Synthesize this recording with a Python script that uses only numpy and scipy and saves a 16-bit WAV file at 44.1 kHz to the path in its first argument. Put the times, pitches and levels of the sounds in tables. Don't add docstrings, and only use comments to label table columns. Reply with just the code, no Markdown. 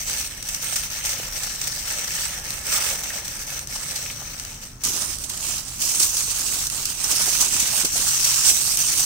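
import sys
import numpy as np
from scipy import signal
from scipy.fft import rfft, irfft
from scipy.io import wavfile
from scipy.ndimage import uniform_filter1d

SR = 44100
rng = np.random.default_rng(int(sys.argv[2]) if len(sys.argv) > 2 else 0)


def unload_wav(signal):
    wavfile.write(
        sys.argv[1],
        SR,
        np.round(np.clip(np.atleast_2d(signal).T, -1, 1) * 32767).astype(np.int16),
    )


N = 399092
TIME = np.arange(N) / SR

# (start t/s, length t/s, crease level/dB, panel level/dB)
PRESSES = [(-0.038, 0.051, -30, -40), (0.046, 0.18, -30, -39.5), (0.276, 0.15, -42, -47),
           (0.421, 0.16, -33.5, -43), (0.602, 0.22, -29.5, -39), (0.875, 0.18, -33, -40.3),
           (1.018, 0.075, -27.5, -38), (1.09, 0.17, -34.5, -40.5), (1.297, 0.26, -32, -41),
           (1.577, 0.23, -32, -42), (1.828, 0.3, -30.5, -38.1), (2.121, 0.11, -28.5, -37.2),
           (2.257, 0.12, -34, -39.3), (2.417, 0.16, -34.5, -41), (2.629, 0.064, -29.5, -36.6),
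           (2.676, 0.21, -25.5, -33.0), (2.91, 0.054, -32, -39.5), (2.976, 0.22, -33.7, -40.2),
           (3.222, 0.2, -36, -44), (3.46, 0.11, -33, -41), (3.678, 0.24, -33, -42), (3.9, 0.21, -34.5, -44),
           (4.137, 0.39, -39, -46.5), (4.59, 0.047, -39.5, -49), (4.786, 0.045, -40, -51),
           (4.8, 0.08, -24, -37), (4.913, 0.11, -28, -39.9), (5.065, 0.019, -28.5, -39.5),
           (5.192, 0.014, -31.8, -44.6), (5.264, 0.15, -34, -43.5), (5.403, 0.16, -29.5, -40.5),
           (5.642, 0.17, -36.5, -47.5), (5.783, 0.2, -25, -40.1), (5.979, 0.042, -19, -36.3),
           (6.074, 0.085, -31, -45), (6.128, 0.081, -24.5, -40.5), (6.247, 0.38, -27, -40),
           (6.691, 0.23, -30, -41.5), (6.968, 0.094, -28, -38), (7.073, 0.33, -23, -35),
           (7.386, 0.039, -21.5, -33.5), (7.494, 0.34, -23.5, -35), (7.909, 0.29, -22.5, -36.5),
           (8.19, 0.31, -22, -35), (8.427, 0.065, -18, -36.5), (8.556, 0.19, -24, -40),
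           (8.75, 0.26, -23.4, -37), (8.954, 0.057, -21.5, -40)]
# (t/s, level/dB)
GRIP = [(0, -4), (1.7, -2), (2.3, -3), (2.85, 1.5), (3.4, -1.5), (3.7, 0.5), (4.7, -3), (5.3, -0.5),
        (5.6, -6.5), (6.1, -1.5), (6.4, -4.5), (8.05, -5), (8.3, -14), (8.53, -4), (8.8, -7), (9.05, -3)]
# (t/s, peak level/dB, length t/s)
BUCKLES = [(0.0971, -15, 0.002), (0.4258, -22, 0.003), (0.4867, -15, 0.005), (0.5453, -15, 0.004),
           (0.7579, -13, 0.01), (1.0474, -18, 0.01), (1.6135, -14, 0.006), (1.671, -15, 0.01),
           (2.5043, -16, 0.003), (2.7195, -12, 0.01), (3.0343, -18, 0.01), (3.2775, -20, 0.005),
           (3.591, -17, 0.003), (3.6721, -20, 0.002), (3.9568, -15, 0.008), (4.398, -16, 0.001),
           (4.4495, -21, 0.002), (4.8369, -11, 0.01), (4.85, -10, 0.003), (5.1839, -22, 0.005),
           (5.2366, -18, 0.01), (5.2959, -18, 0.007), (5.3739, -16, 0.003), (5.8166, -13, 0.01),
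           (5.9968, -10, 0.008), (6.0271, -6, 0.01), (6.1678, -9, 0.004), (6.668, -13, 0.003),
           (6.6993, -14, 0.002), (6.8537, -11, 0.005), (7.0391, -10, 0.01), (7.4078, -9, 0.01),
           (7.5976, -9, 0.01), (7.8479, -9, 0.009), (8.2421, -8, 0.01), (8.7719, -7, 0.001)]
# (t/s, level/dB, f/Hz)
POPS = [(0.664, -23, 2970), (1.009, -27, 2050), (1.198, -25, 520), (3.104, -21, 1820), (3.759, -27, 872),
        (4.06, -22, 2170), (4.1, -22, 2220), (4.219, -28, 940)]
# (t/s, level/dB, f/Hz)
BUMPS = [(4.855, -26, 175), (4.879, -24, 275), (5.019, -32, 670), (7.13, -29, 260), (7.195, -26, 640),
         (7.273, -25, 520), (7.549, -28, 186), (7.622, -25, 245), (7.734, -27, 799), (7.834, -24, 230),
         (7.845, -22, 310), (7.955, -27, 713), (7.992, -28, 300), (8.785, -27, 296)]
# (f/Hz, left level/dB, right level/dB)
FLOOR_COLOUR = [(199, -16, -8.5), (380, -21.5, -36), (540, -16.5, -13), (1030, -19.5, -19.5),
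                (1530, -16.5, -13.5), (2680, -17, -11), (3900, -10.5, -12.5), (4980, -8.5, -11.5),
                (5970, 1, -8), (6920, -9, -10), (8360, -16.5, -0.5), (10300, -20, -15.5), (13500, -18, -11),
                (15600, -24, -8.5)]
YARD_COLOUR = [(186, -14.5, -17), (320, -17, -17), (418, -20, -23), (536, -21, -20), (1130, -18.5, -17.5),
               (2040, -22.5, -19.5), (2650, -16.5, -13.5), (3600, -14.5, -10.5), (4930, -8.5, -5),
               (6020, 0.5, -2), (7180, -7, -2), (8420, -16, 2), (10430, -17.5, -8), (12700, -20.5, -9),
               (15400, -9, -12.5)]
# (f/Hz, relative level/dB)
AIR = [(15, -15), (30, -0.5), (42, -0.5), (80, -5), (160, -8.5), (280, -15.5), (550, -26.5), (1400, -23),
       (5000, -48), (15000, -56)]
# (t/s, level/dB)
HUM = [(0, -60), (3, -57), (3.4, -53.5), (5.5, -56), (6.1, -51.5), (9, -52)]

YARD_S = 4.836
PRESS_ATTACK_S, RELAX_DB_PER_S = .04, 112
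SLIP_HZ, SLIP_DB = 23, 1.0
SETTLE_DB = -55.5
WANDER_HZ, WANDER_DB = 1.1, 1.0
STICK_S, STICK_DB = 0.014, 1.5
NARROW_HZ = 430
AIR_DB = -43
HUM_HZ, HUM_WAVER_HZ, HUM_FLUTTER = 132.2, 1.5, .25
EDGE_HZ = 15800


def foil(presses, place, per_s, spread_db, surge_db, avalanche_db, crease_db, panel_db, low_hz, ground_echo):
    creasing, bending = pressing(presses)
    depth_db = np.interp(TIME, *np.transpose(GRIP))
    pan_db = WANDER_DB * drift(WANDER_HZ)
    strain_db = surge_db * drift(52) + avalanche_db * drift(155)
    sizzle = creases(strain_db, place, per_s, spread_db)
    sizzle = sizzle * gain_of(np.array([[1], [-1]]) * pan_db / 2)
    flexing = panels(strain_db, place, low_hz, depth_db, ground_echo)
    return sizzle * creasing * gain_of(crease_db) + flexing * bending * gain_of(panel_db)


def pressing(rows):
    power = np.zeros((2, N))
    power[0] = gain_of(SETTLE_DB) ** 2
    for start, length, *levels_db in rows:
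        span = slice(max(int(start * SR), 0), int((start + length + 1) * SR))
        age = TIME[span] - start
        rise = np.clip(age / PRESS_ATTACK_S, 0, 1)
        relaxing = gain_of(-RELAX_DB_PER_S * np.maximum(age - length, 0))
        power[:, span] += np.outer(gain_of(levels_db), rise * relaxing) ** 2
    return np.sqrt(power) * gain_of(SLIP_DB * drift(SLIP_HZ))


def creases(strain_db, place, per_s, spread_db):
    at, sizes = crackle(strain_db, per_s, spread_db)
    ticks = snaps(at, sizes, 2620, 16100, cycles=1.43, tick=1.0, spread_s=.00013, shiver_s=0.0016, size=96)
    ticks = shifting(ticks, patchy_db=2.4)
    ticks = place(band(ticks, 3200, "highpass", order=3))
    return steadied(ticks, 3200, 17600, 0.08)


def panels(strain_db, place, low_hz, depth_db, ground_echo):
    at, sizes = crackle(strain_db, per_s=1400, spread_db=1.5)
    pops = snaps(at, sizes, 234, 3284, cycles=3.2, tick=1.0, spread_s=.0001, shiver_s=0.0016)
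    pops = band(band(pops, 2890, "lowpass", order=3), low_hz, "highpass")
    pops = pops + ground_echo * np.roll(pops, round(0.002298 * SR), axis=1)
    pops = shifting(pops, patchy_db=2.0)
    deep = band(pops, 1850, "lowpass", order=1)
    thin = pops - deep
    tilted = deep * gain_of(depth_db) + thin / gain_of(depth_db)
    return steadied(place(tilted), 450, 3660, 0.057)


def crackle(strain_db, per_s, spread_db):
    chance = rng.random(N)
    size = np.minimum(rng.exponential(1, N), 4)
    at = np.flatnonzero(chance < per_s / SR)
    return at, gain_of(strain_db[at] + spread_db * size[at])


def snaps(at, sizes, lo_hz, hi_hz, cycles, tick, spread_s, shiver_s, shiver=1.84, size=256):
    pitch, damping, sign, side, lag = rng.standard_normal((len(at), 5)).T
    hz = lo_hz + (hi_hz - lo_hz) * (1 + np.tanh(pitch)) / 2
    turns = hz[:, None] * np.arange(size) / SR
    decay = np.exp(-turns / (cycles * np.exp(damping / 2))[:, None])
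    ring = decay * np.sin(2 * np.pi * turns)
    ring /= np.linalg.norm(ring, axis=1, keepdims=True)
    ring[:, 0] += tick
    fade = np.exp(-TIME[:size] / shiver_s)
    fade /= np.linalg.norm(fade)
    ports = []
    for way in (-1, 1):
        start = np.maximum(at + np.round(way * lag * spread_s * SR / 2).astype(int), 0)
        heard = ring + shiver * rng.standard_normal(ring.shape) * fade
        heard *= (sizes * np.sign(sign) * gain_of(way * 2 * side))[:, None]
        samples = start[:, None] + np.arange(size)
        ports.append(np.bincount(samples.ravel(), heard.ravel(), N)[:N])
    return np.array(ports)


def shifting(x, patchy_db, size=256):
    spectra = signal.stft(x, nperseg=size)[2]
    patches = rng.standard_normal(spectra.shape)
    patches = uniform_filter1d(patches, size=3, axis=1)
    patches = evened(uniform_filter1d(patches, size=30, axis=2))
    return signal.istft(spectra * gain_of(patchy_db * patches), nperseg=size)[1][:, :N]


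def buckles(rows, place, level_db, count=22):
    s, peak_db, length = np.transpose(rows)
    progress = (np.arange(count) + rng.random((len(s), count))) / count
    at = ((s[:, None] + (1.6 * progress - .3) * length[:, None]) * SR).astype(int)
    swell = np.sin(np.pi * progress)
    run = snaps(at.ravel(), swell.ravel(), 1500, 14000, cycles=2, tick=.5, spread_s=.00012, shiver_s=.001)
    run = place(band(run, 1070, "highpass"))
    mid = abs(run.mean(0))
    height = np.array([mid[first:last + 64].max() for first, last in at[:, [0, -1]]])
    return run * np.interp(TIME, s, gain_of(peak_db + level_db) / height)


def sticking():
    dip_db = np.zeros(N)
    for s, _, _ in BUCKLES:
        wait = s - TIME[:int(s * SR)]
        dip_db[:len(wait)] += STICK_DB * np.exp(-(wait / STICK_S) ** 2)
    return gain_of(-dip_db)


def knocks(rows, level_db, t60, rustle):
    out, t = np.zeros(N + SR), TIME[:SR // 8]
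    for s, db, hz in rows:
        shake = evened(band(rng.standard_normal(len(t)), [hz / 1.63, hz * 1.46], "bandpass"))
        body = evened(np.sin(2 * np.pi * hz * t) + rustle * shake)
        attack = 1 - np.exp(-10 * hz * t / np.pi)
        decay = gain_of(db + level_db - 60 * t / t60)
        out[round(s * SR):][:len(t)] += decay * attack * body
    return out[:N]


def concrete(x):
    return coloured(space(x, (.00172, .00227), (.08, .1), tail_db=-4, t60=.15), FLOOR_COLOUR)


def yard(x):
    return coloured(space(x, (.0031, .0026), (.04, .04), tail_db=-4, t60=.11), YARD_COLOUR)


def space(x, echo_s, echo, tail_db, t60, size=128):
    spectra = signal.stft(x, nperseg=size)[2]
    keep = gain_of(-60 * size / SR / t60)
    power = signal.lfilter([0, 0, 1 - keep], [1, -keep], abs(spectra) ** 2, axis=2)
    phases = np.exp(2j * np.pi * rng.random(power.shape))
    tail = signal.istft(np.sqrt(power) * phases, nperseg=size)[1][:, :N]
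    tail = band(tail, 500, "highpass", order=3)
    ground = [share * np.pad(port, (round(s * SR), 0))[:N] for port, s, share in zip(x, echo_s, echo)]
    return x + np.array(ground) + gain_of(tail_db) * tail


def coloured(x, table, size=2048):
    hz = abs(np.fft.fftfreq(size, 1 / SR))
    log_gain = np.log(gain_of([read(table, hz, axis=1), read(table, hz, axis=2)]))
    taps = np.fft.ifft(np.exp(np.conj(signal.hilbert(log_gain)))).real
    return signal.oaconvolve(x, taps, axes=1)[:, :N]


def background():
    hz = np.fft.rfftfreq(N, 1 / SR)
    shared, *own = rfft(rng.standard_normal((3, N)))
    same = .98 / (1 + (hz / 800) ** 2)
    air = (np.sqrt(same) * shared + np.sqrt(1 - same) * np.array(own)) * gain_of(read(AIR, hz))
    turns = np.cumsum(HUM_HZ + HUM_WAVER_HZ * drift(11)) / SR
    hum = evened(np.sin(2 * np.pi * turns) * (1 + HUM_FLUTTER * drift(2.6)))
    hum_gain = gain_of(np.interp(TIME, *np.transpose(HUM)))
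    return gain_of(AIR_DB) * evened(irfft(air, N)) + hum_gain * hum


def drift(hz):
    f = np.fft.rfftfreq(N, 1 / SR)
    return evened(irfft(rfft(rng.standard_normal(N)) / (1 + (f / hz) ** 4), N))


def steadied(x, lo_hz, hi_hz, span_s):
    size = max(int(span_s * SR), 2)
    power = band(x.mean(0), [lo_hz, hi_hz], "bandpass", order=4) ** 2
    smooth = uniform_filter1d(uniform_filter1d(power, size), size)
    return x / np.sqrt(abs(smooth) + 1e-12)


def gain_of(db):
    return 10 ** (np.asarray(db) / 20)


def evened(x):
    return x / np.sqrt(np.mean(x ** 2) + 1e-20)


def read(points, hz, axis=1):
    points = np.array(points)
    return np.interp(np.log(hz + 1), np.log(points[:, 0] + 1), points[:, axis])


def band(x, hz, kind, order=2):
    sos = signal.butter(order, np.clip(hz, 1, SR / 2 - 1), kind, fs=SR, output="sos")
    return signal.sosfilt(sos, x)


def scene():
    stick = sticking()
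    floor_presses = [row for row in PRESSES if row[0] + row[1] < YARD_S]
    yard_presses = [row for row in PRESSES if row[0] + row[1] >= YARD_S]
    folding = stick * foil(floor_presses, concrete, per_s=2400, spread_db=1.5, surge_db=1.0,
                           avalanche_db=0.5, crease_db=.5, panel_db=0.4, low_hz=307, ground_echo=0.2)
    folding += buckles([row for row in BUCKLES if row[0] < YARD_S], concrete, level_db=.5)
    handling = stick * foil(yard_presses, yard, per_s=3000, spread_db=0.0, surge_db=0.67,
                            avalanche_db=0.43, crease_db=0.62, panel_db=0.4, low_hz=184, ground_echo=0.016)
    handling += buckles([row for row in BUCKLES if row[0] >= YARD_S], yard, level_db=.5)
    sheet = np.where(TIME < YARD_S, folding, handling)
    mid = sheet.mean(0)
    sides = band(sheet - mid, NARROW_HZ, "highpass", order=1)
    bumps = knocks(BUMPS, level_db=-8, t60=.085, rustle=2)
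    pops = knocks(POPS, level_db=-7.5, t60=.04, rustle=1.5)
    return mid + sides + bumps + pops + background()


def record(dry):
    rounded = .9 * np.tanh(dry / .9)
    taps = signal.firwin(601, EDGE_HZ, window=("kaiser", 9), fs=SR)
    return signal.oaconvolve(rounded, taps[None], "same")


dry = scene()
out = record(dry)
unload_wav(out)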